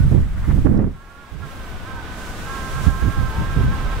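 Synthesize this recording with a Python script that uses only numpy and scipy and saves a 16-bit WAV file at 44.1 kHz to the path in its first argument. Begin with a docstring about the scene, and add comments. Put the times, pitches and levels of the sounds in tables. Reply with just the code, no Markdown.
"""Gusts of wind buffet both ports of a hand-held microphone in a snowy garden, the right one harder. Eddies at
the ports rumble, flutter and slap. Hedges and blowing snow hiss behind them; the level of the hiss drops after
the hardest gust and slowly comes back. Dry leaves swell once, and twigs rasp and tick. A faint drone, probably
a small motor, wavers as it sags and recovers. The wind whistles faintly now and then, and a thin high whine
follows the hiss."""
import sys
import numpy as np
from scipy.fft import rfft, irfft, next_fast_len
from scipy.io import wavfile
from scipy.ndimage import uniform_filter1d, map_coordinates

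SR = 44100
rng = np.random.default_rng(int(sys.argv[2]) if len(sys.argv) > 2 else 0)


def put_to_file(sound):
    """Save the sound as 16-bit audio at rate SR, in the file named by the first command-line argument."""
    columns = np.atleast_2d(sound).T  # one column per channel
    safe = np.clip(columns, -1, 1)
    whole_steps = np.round(safe * 32767)
    wavfile.write(sys.argv[1], SR, whole_steps.astype(np.int16))


N = 176400
TIME_S = np.arange(N) / SR


def amp(db):
    """Decibels to gain."""
    return 10 ** (np.asarray(db) / 20)


def unit(x):
    """Scale to rms 1."""
    return x / np.sqrt(np.mean(x ** 2) + 1e-20)


def along(points, hz):
    """Interpolate (Hz, value) points on a log frequency axis."""
    knot_hz, values = np.transpose(points)
    return np.interp(np.log(hz + 1), np.log(knot_hz + 1), values)


def curves(rows):
    """One value per sample for each column after the time."""
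    knot_s, *columns = np.transpose(rows)
    return [np.interp(TIME_S, knot_s, column) for column in columns]


def wobble(knots_per_s):
    """Smooth random curve, rms near 1."""
    return map_coordinates(rng.standard_normal(N // 20), [TIME_S * knots_per_s], mode="wrap")


def filtered(x, response):
    """Filter x by the gain response(hz)."""
    size = next_fast_len(N + SR // 2)
    return irfft(rfft(x, size) * response(np.fft.rfftfreq(size, 1 / SR)), size)[..., :N]


def panned(pan_db):
    """Stereo gains of mean power 1; pan is left minus right."""
    gains = amp(np.array([[.5], [-.5]]) * pan_db)
    return gains / np.sqrt(np.mean(gains ** 2, axis=0))


def rush(spectrum, coherence):
    """Coloured stereo noise, rms 1; left-right coherence is a number or (Hz, value) points."""
    def mid_side_gains(hz):
        alike = np.full_like(hz, coherence) if np.isscalar(coherence) else along(coherence, hz)
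        angle = np.arccos(np.clip(alike, -1, 1)) / 2
        return amp(along(spectrum, hz)) * np.array([np.cos(angle), np.sin(angle)])
    mid, side = filtered(rng.standard_normal((2, N)), mid_side_gains)
    return unit(np.array([mid + side, mid - side]))


def eddies(spectrum, window_samples):
    """Turbulent pressure at each port, levelled over the window."""
    pressure = rush(spectrum, coherence=.29)
    power = uniform_filter1d(uniform_filter1d(pressure ** 2, window_samples), window_samples)
    return pressure / np.sqrt(np.abs(power) + 1e-9)


# Puffs of wind. Each row: start in seconds, length in seconds, relative rumble and flutter levels
# in dB, pan in dB.
WIND_PUFFS = [(-.01, 0.086, -15, -37.5, -7), (.111, 0.078, -15, -22, -14), (0.473, .12, -17, -27, -12),
              (.642, 0.023, -17, -17.5, -23), (0.683, 0.1, -27, -21, -22), (0.786, 0.038, -20.5, -19.5, -8),
              (0.839, 0.024, -23, -25, -8), (1.313, .14, -33.5, -48.5, -23), (2.732, .12, -28, -46, -9),
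              (2.863, 0.016, -11, -27.5, -34), (3.017, 0.067, -18.5, -29.5, -13),
              (3.165, 0.078, -19.5, -37.5, -10), (3.374, 0.05, -22.5, -35.5, 3),
              (3.56, 0.059, -17.5, -28.5, -10), (3.628, .064, -18, -35.5, 0)]
# Slow and fast eddies. Each row: frequency in Hz, relative level in dB.
RUMBLE_SPECTRUM = [(10, -18), (25, -11), (60, 3.5), (140, -1), (310, -25), (3000, -110)]
FLUTTER_SPECTRUM = [(90, -22), (180, 4), (290, -1.5), (750, -24.5), (2000, -40), (9000, -102)]


def puffs(attack_s=.0056, release_s=.026, lumps_db=2.5):
    """Each puff hits the ports with slow eddies that rumble and fast ones that flutter."""
    rumble_gain, flutter_gain = np.zeros((2, N)), np.zeros((2, N))
    for start_s, length_s, rumble_db, flutter_db, pan_db in WIND_PUFFS:
        attack = np.clip((TIME_S - start_s) / attack_s, 0, 1)
        release = np.exp(-np.maximum(TIME_S - start_s - length_s, 0) / release_s)
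        envelope = panned(pan_db) * attack * release
        rumble_gain = np.hypot(rumble_gain, envelope * amp(rumble_db))  # powers add
        flutter_gain = np.hypot(flutter_gain, envelope * amp(flutter_db))
    lumps = amp(lumps_db * np.array([wobble(90), wobble(90)]))
    rumble = eddies(RUMBLE_SPECTRUM, window_samples=1200)
    flutter = unit(lumps * eddies(FLUTTER_SPECTRUM, window_samples=800))
    return rumble_gain * rumble + flutter_gain * flutter


# Breeze strength. Each row: time in seconds, relative level in dB.
BREEZE_LEVELS = [(0, -23.5), (.78, -23), (1.03, -43.5), (1.27, -50.5), (1.6, -36), (2.5, -35), (2.8, -32),
                 (4, -25)]
# Breeze eddies. Each row: frequency in Hz, relative level in dB.
BREEZE_SPECTRUM = [(10, -10), (28, -1.5), (50, -4.5), (180, -16.5), (3000, -115)]


def breeze():
    """A low breeze sways on each port separately."""
    level_db, = curves(BREEZE_LEVELS)
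    sway_db = 2.27 * np.array([wobble(26.97), wobble(16)])
    return amp(level_db + sway_db) * eddies(BREEZE_SPECTRUM, window_samples=4000)


# Slaps of air. Each row: time in seconds, peak in dB before panning.
AIR_SLAPS = [(.671, -13), (.843, -21)]


def slaps(sigma_s=.00014):
    """Single pressure spikes hit the right port in the hardest gust."""
    spikes = sum(amp(db) * np.exp(-.5 * ((TIME_S - at_s) / sigma_s) ** 2) for at_s, db in AIR_SLAPS)
    return panned(-20) * spikes


# Hiss strength. Each row: time in seconds, hedge level in dB, snow level in dB.
HISS_LEVELS = [(0, -41, -48.5), (.29, -45.5, -56), (.5, -43, -51.5), (.65, -44.5, -52.5), (.67, -49, -55),
               (.85, -53.5, -64.5), (1.38, -44, -59), (1.52, -40, -51), (2.87, -33, -61), (2.9, -36.5, -47),
               (4, -33.5, -50.5)]
# Hedge noise and its colouring at the right port. Each row: frequency in Hz, relative level in dB.
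HEDGE_SPECTRUM = [(60, -8), (200, 14), (600, 8), (1200, 7), (2100, 0), (4000, -6), (15000, -24.5)]
RIGHT_PORT_RESPONSE = [(1100, 0), (2000, 4), (3680, 5), (4200, -0.5), (6200, 1), (9500, -8.5)]
# Stereo likeness of the hedges. Each row: frequency in Hz, coherence from 0 to 1.
HEDGE_COHERENCE = [(300, 1), (4000, 0.19)]


def hedges():
    """Wind rushes through hedges in the middle range."""
    level_db, _ = curves(HISS_LEVELS)
    noise = rush(HEDGE_SPECTRUM, HEDGE_COHERENCE)
    coloured = filtered(noise, lambda hz: amp([np.zeros_like(hz), along(RIGHT_PORT_RESPONSE, hz)]))
    return amp(level_db) * unit(coloured)


# Blowing snow. Each row: frequency in Hz, relative level in dB.
SNOW_SPECTRUM = [(1500, 0), (8000, -0.5), (15500, -4.5)]


def snow():
    """Blowing snow fizzes all around; its level flickers."""
    _, level_db = curves(HISS_LEVELS)
    return rush(SNOW_SPECTRUM, coherence=.13) * amp(level_db + wobble(50))


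# Swell of the leaves. Each row: time in seconds, level in dB.
LEAF_LEVELS = [(1.95, -70), (2.2, -45.5), (2.62, -44), (2.86, -40), (2.9, -46.5), (3.6, -59)]
# Leaf rustle. Each row: frequency in Hz, relative level in dB.
LEAF_SPECTRUM = [(2500, -8), (7000, -4.5), (14000, -14.5)]


def leaves():
    """Dry leaves rustle up to one crest and drop away."""
    level_db, = curves(LEAF_LEVELS)
    return rush(LEAF_SPECTRUM, coherence=.13) * amp(level_db)


# Rasps, one long, three brief. Each row: centre in seconds, Gaussian sigma in seconds, level in dB.
TWIG_RASPS = [(.2, 0.56, -47.5), (0.381, .0074, -42), (.447, 0.012, -41), (.513, 0.0094, -35.5)]
# Twig friction. Each row: frequency in Hz, relative level in dB.
RASP_SPECTRUM = [(600, -0.5), (1400, 3.5), (2100, -1), (7000, -75)]


def rasps():
    """Swells of dry mid-range scratching, as of twigs rubbing."""
    envelope = sum(amp(db) * np.exp(-.5 * ((TIME_S - centre_s) / sigma_s) ** 2)
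                   for centre_s, sigma_s, db in TWIG_RASPS)
    return envelope * panned(-1.7) * rush(RASP_SPECTRUM, HEDGE_COHERENCE)


# Motor speed, labouring and then picked up. Each row: time in seconds, fundamental in Hz.
LABOURING_SPEED = [(.93, 269.8), (1.21, 281), (1.38, 262), (1.435, 281.3), (1.47, 265.3), (1.57, 264.7),
                   (1.81, 245.8), (1.89, 264), (2.04, 246.9), (2.17, 256.7), (2.32, 250.6), (2.39, 240),
                   (2.45, 252)]
RUNNING_SPEED = [(2.48, 267.6), (2.716, 262.1), (2.772, 269.5), (2.834, 259.0), (2.856, 268),
                 (2.978, 266.6), (2.996, 255.2), (3.03, 269.7), (3.292, 260.9), (3.622, 265.8),
                 (3.668, 254.2), (3.736, 272.6), (3.75, 262.5), (3.842, 267.2), (3.86, 258.8),
                 (3.96, 262.6), (4.0, 254.3)]
# Motor strength. Each row: time in seconds, level at mean speed in dB.
MOTOR_LEVELS = [(.92, -72), (.95, -52), (1.22, -48), (1.39, -56.5), (1.435, -40.5), (1.47, -44),
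                (1.84, -40.5), (1.89, -35.5), (2.465, -38), (2.475, -33.5), (4, -34.5)]
# Housing resonances. Each row: frequency in Hz, relative gain in dB.
HOUSING_RESPONSE = [(780, -10), (970, -6), (1065, 3), (1230, -5.5), (1350, 1), (1520, 5.5), (1660, 0),
                    (1800, -19.5)]
# Balance of the harmonics. Each row: frequency in Hz, pan in dB.
HARMONIC_PAN = [(800, -7), (1600, -15)]


def motor(waver=.008, jitter=.012, sag_span_hz=24, shake_db=2, db_per_hz=.25):
    """A motor, louder when fast and rougher when slow, slides harmonics through housing resonances."""
    hz, = curves([*LABOURING_SPEED, *RUNNING_SPEED])
    roughness = 1 + np.clip((hz.mean() - hz) / sag_span_hz, 0, 1)
    hz = hz * (1 + waver * wobble(28))
    level_db = curves(MOTOR_LEVELS)[0] + db_per_hz * (hz - hz.mean())
    phase = 2 * np.pi * np.cumsum(hz * (1 + roughness * jitter * wobble(260))) / SR
    tone = np.zeros((2, N))
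    for harmonic in range(3, 10):
        pan_db = along(HARMONIC_PAN, harmonic * hz.mean())
        gain_db = along(HOUSING_RESPONSE, harmonic * hz) + shake_db * wobble(70)
        tone += panned(pan_db) * amp(gain_db) * np.sin(harmonic * phase)
    return unit(tone) * amp(level_db)


# Whistles. Each row: start in seconds, length in seconds, start and end pitch in Hz, level in dB.
WIND_WHISTLES = [(-.02, 0.074, 1424, 1526, -43.5), (1.929, .11, 974.5, 876, -41),
                 (3.276, 0.1885, 874, 926, -37.5)]


def whistles(jitter=.0114):
    """The wind whistles in short breathy glides that swell and fade."""
    tones = np.zeros(N)
    for start_s, length_s, start_hz, end_hz, db in WIND_WHISTLES:
        progress = np.clip((TIME_S - start_s) / length_s, 0, 1)
        hz = (start_hz + (end_hz - start_hz) * progress) * (1 + jitter * wobble(200))
        envelope = amp(db) * np.sqrt(2) * np.sin(np.pi * progress)
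        tones += envelope * np.sin(2 * np.pi * np.cumsum(hz) / SR)
    return panned(3) * tones


# Twig or flake contact. Each row: start in seconds, pitch in Hz, peak in dB.
TWIG_TICKS = [(.775, 4570, -43)]


def ticks(decay_s=.0018):
    """A tiny contact rings for a few milliseconds."""
    rings = np.zeros(N)
    for start_s, hz, db in TWIG_TICKS:
        age_s = np.maximum(TIME_S - start_s, 0)
        envelope = amp(db) * (TIME_S > start_s) * np.exp(-age_s / decay_s)
        rings += envelope * np.sin(2 * np.pi * hz * age_s + wobble(1500))
    return rings


def whine(pitch_hz=7865, fuzz_hz=30, below_snow_db=16):
    """A faint, fuzzy high tone sinks with the snow's hiss."""
    _, snow_db = curves(HISS_LEVELS)
    level_db = np.minimum(snow_db, np.median(snow_db)) - below_snow_db
    phase = 2 * np.pi * np.cumsum(pitch_hz + fuzz_hz * wobble(120)) / SR
    return amp(level_db) * np.sqrt(2) * np.sin(phase)


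def scene():
    """Everything as it reaches the two ports."""
    buffeting = np.sqrt(2) * (breeze() + puffs()) + slaps()
    hiss = (hedges() + snow() + leaves()) * amp(.5 * wobble(25))  # shared flicker
    return buffeting + hiss + rasps() + motor() + whistles() + ticks() + whine()


def record(dry):
    """The recorder rounds off peaks near full scale and cuts everything above its band limit."""
    band_limit_hz = 15750
    rounded = dry / (1 + np.abs(dry) ** 8) ** (1 / 8)
    return filtered(rounded, lambda hz: hz < band_limit_hz)


dry = scene()
out = record(dry)
put_to_file(out)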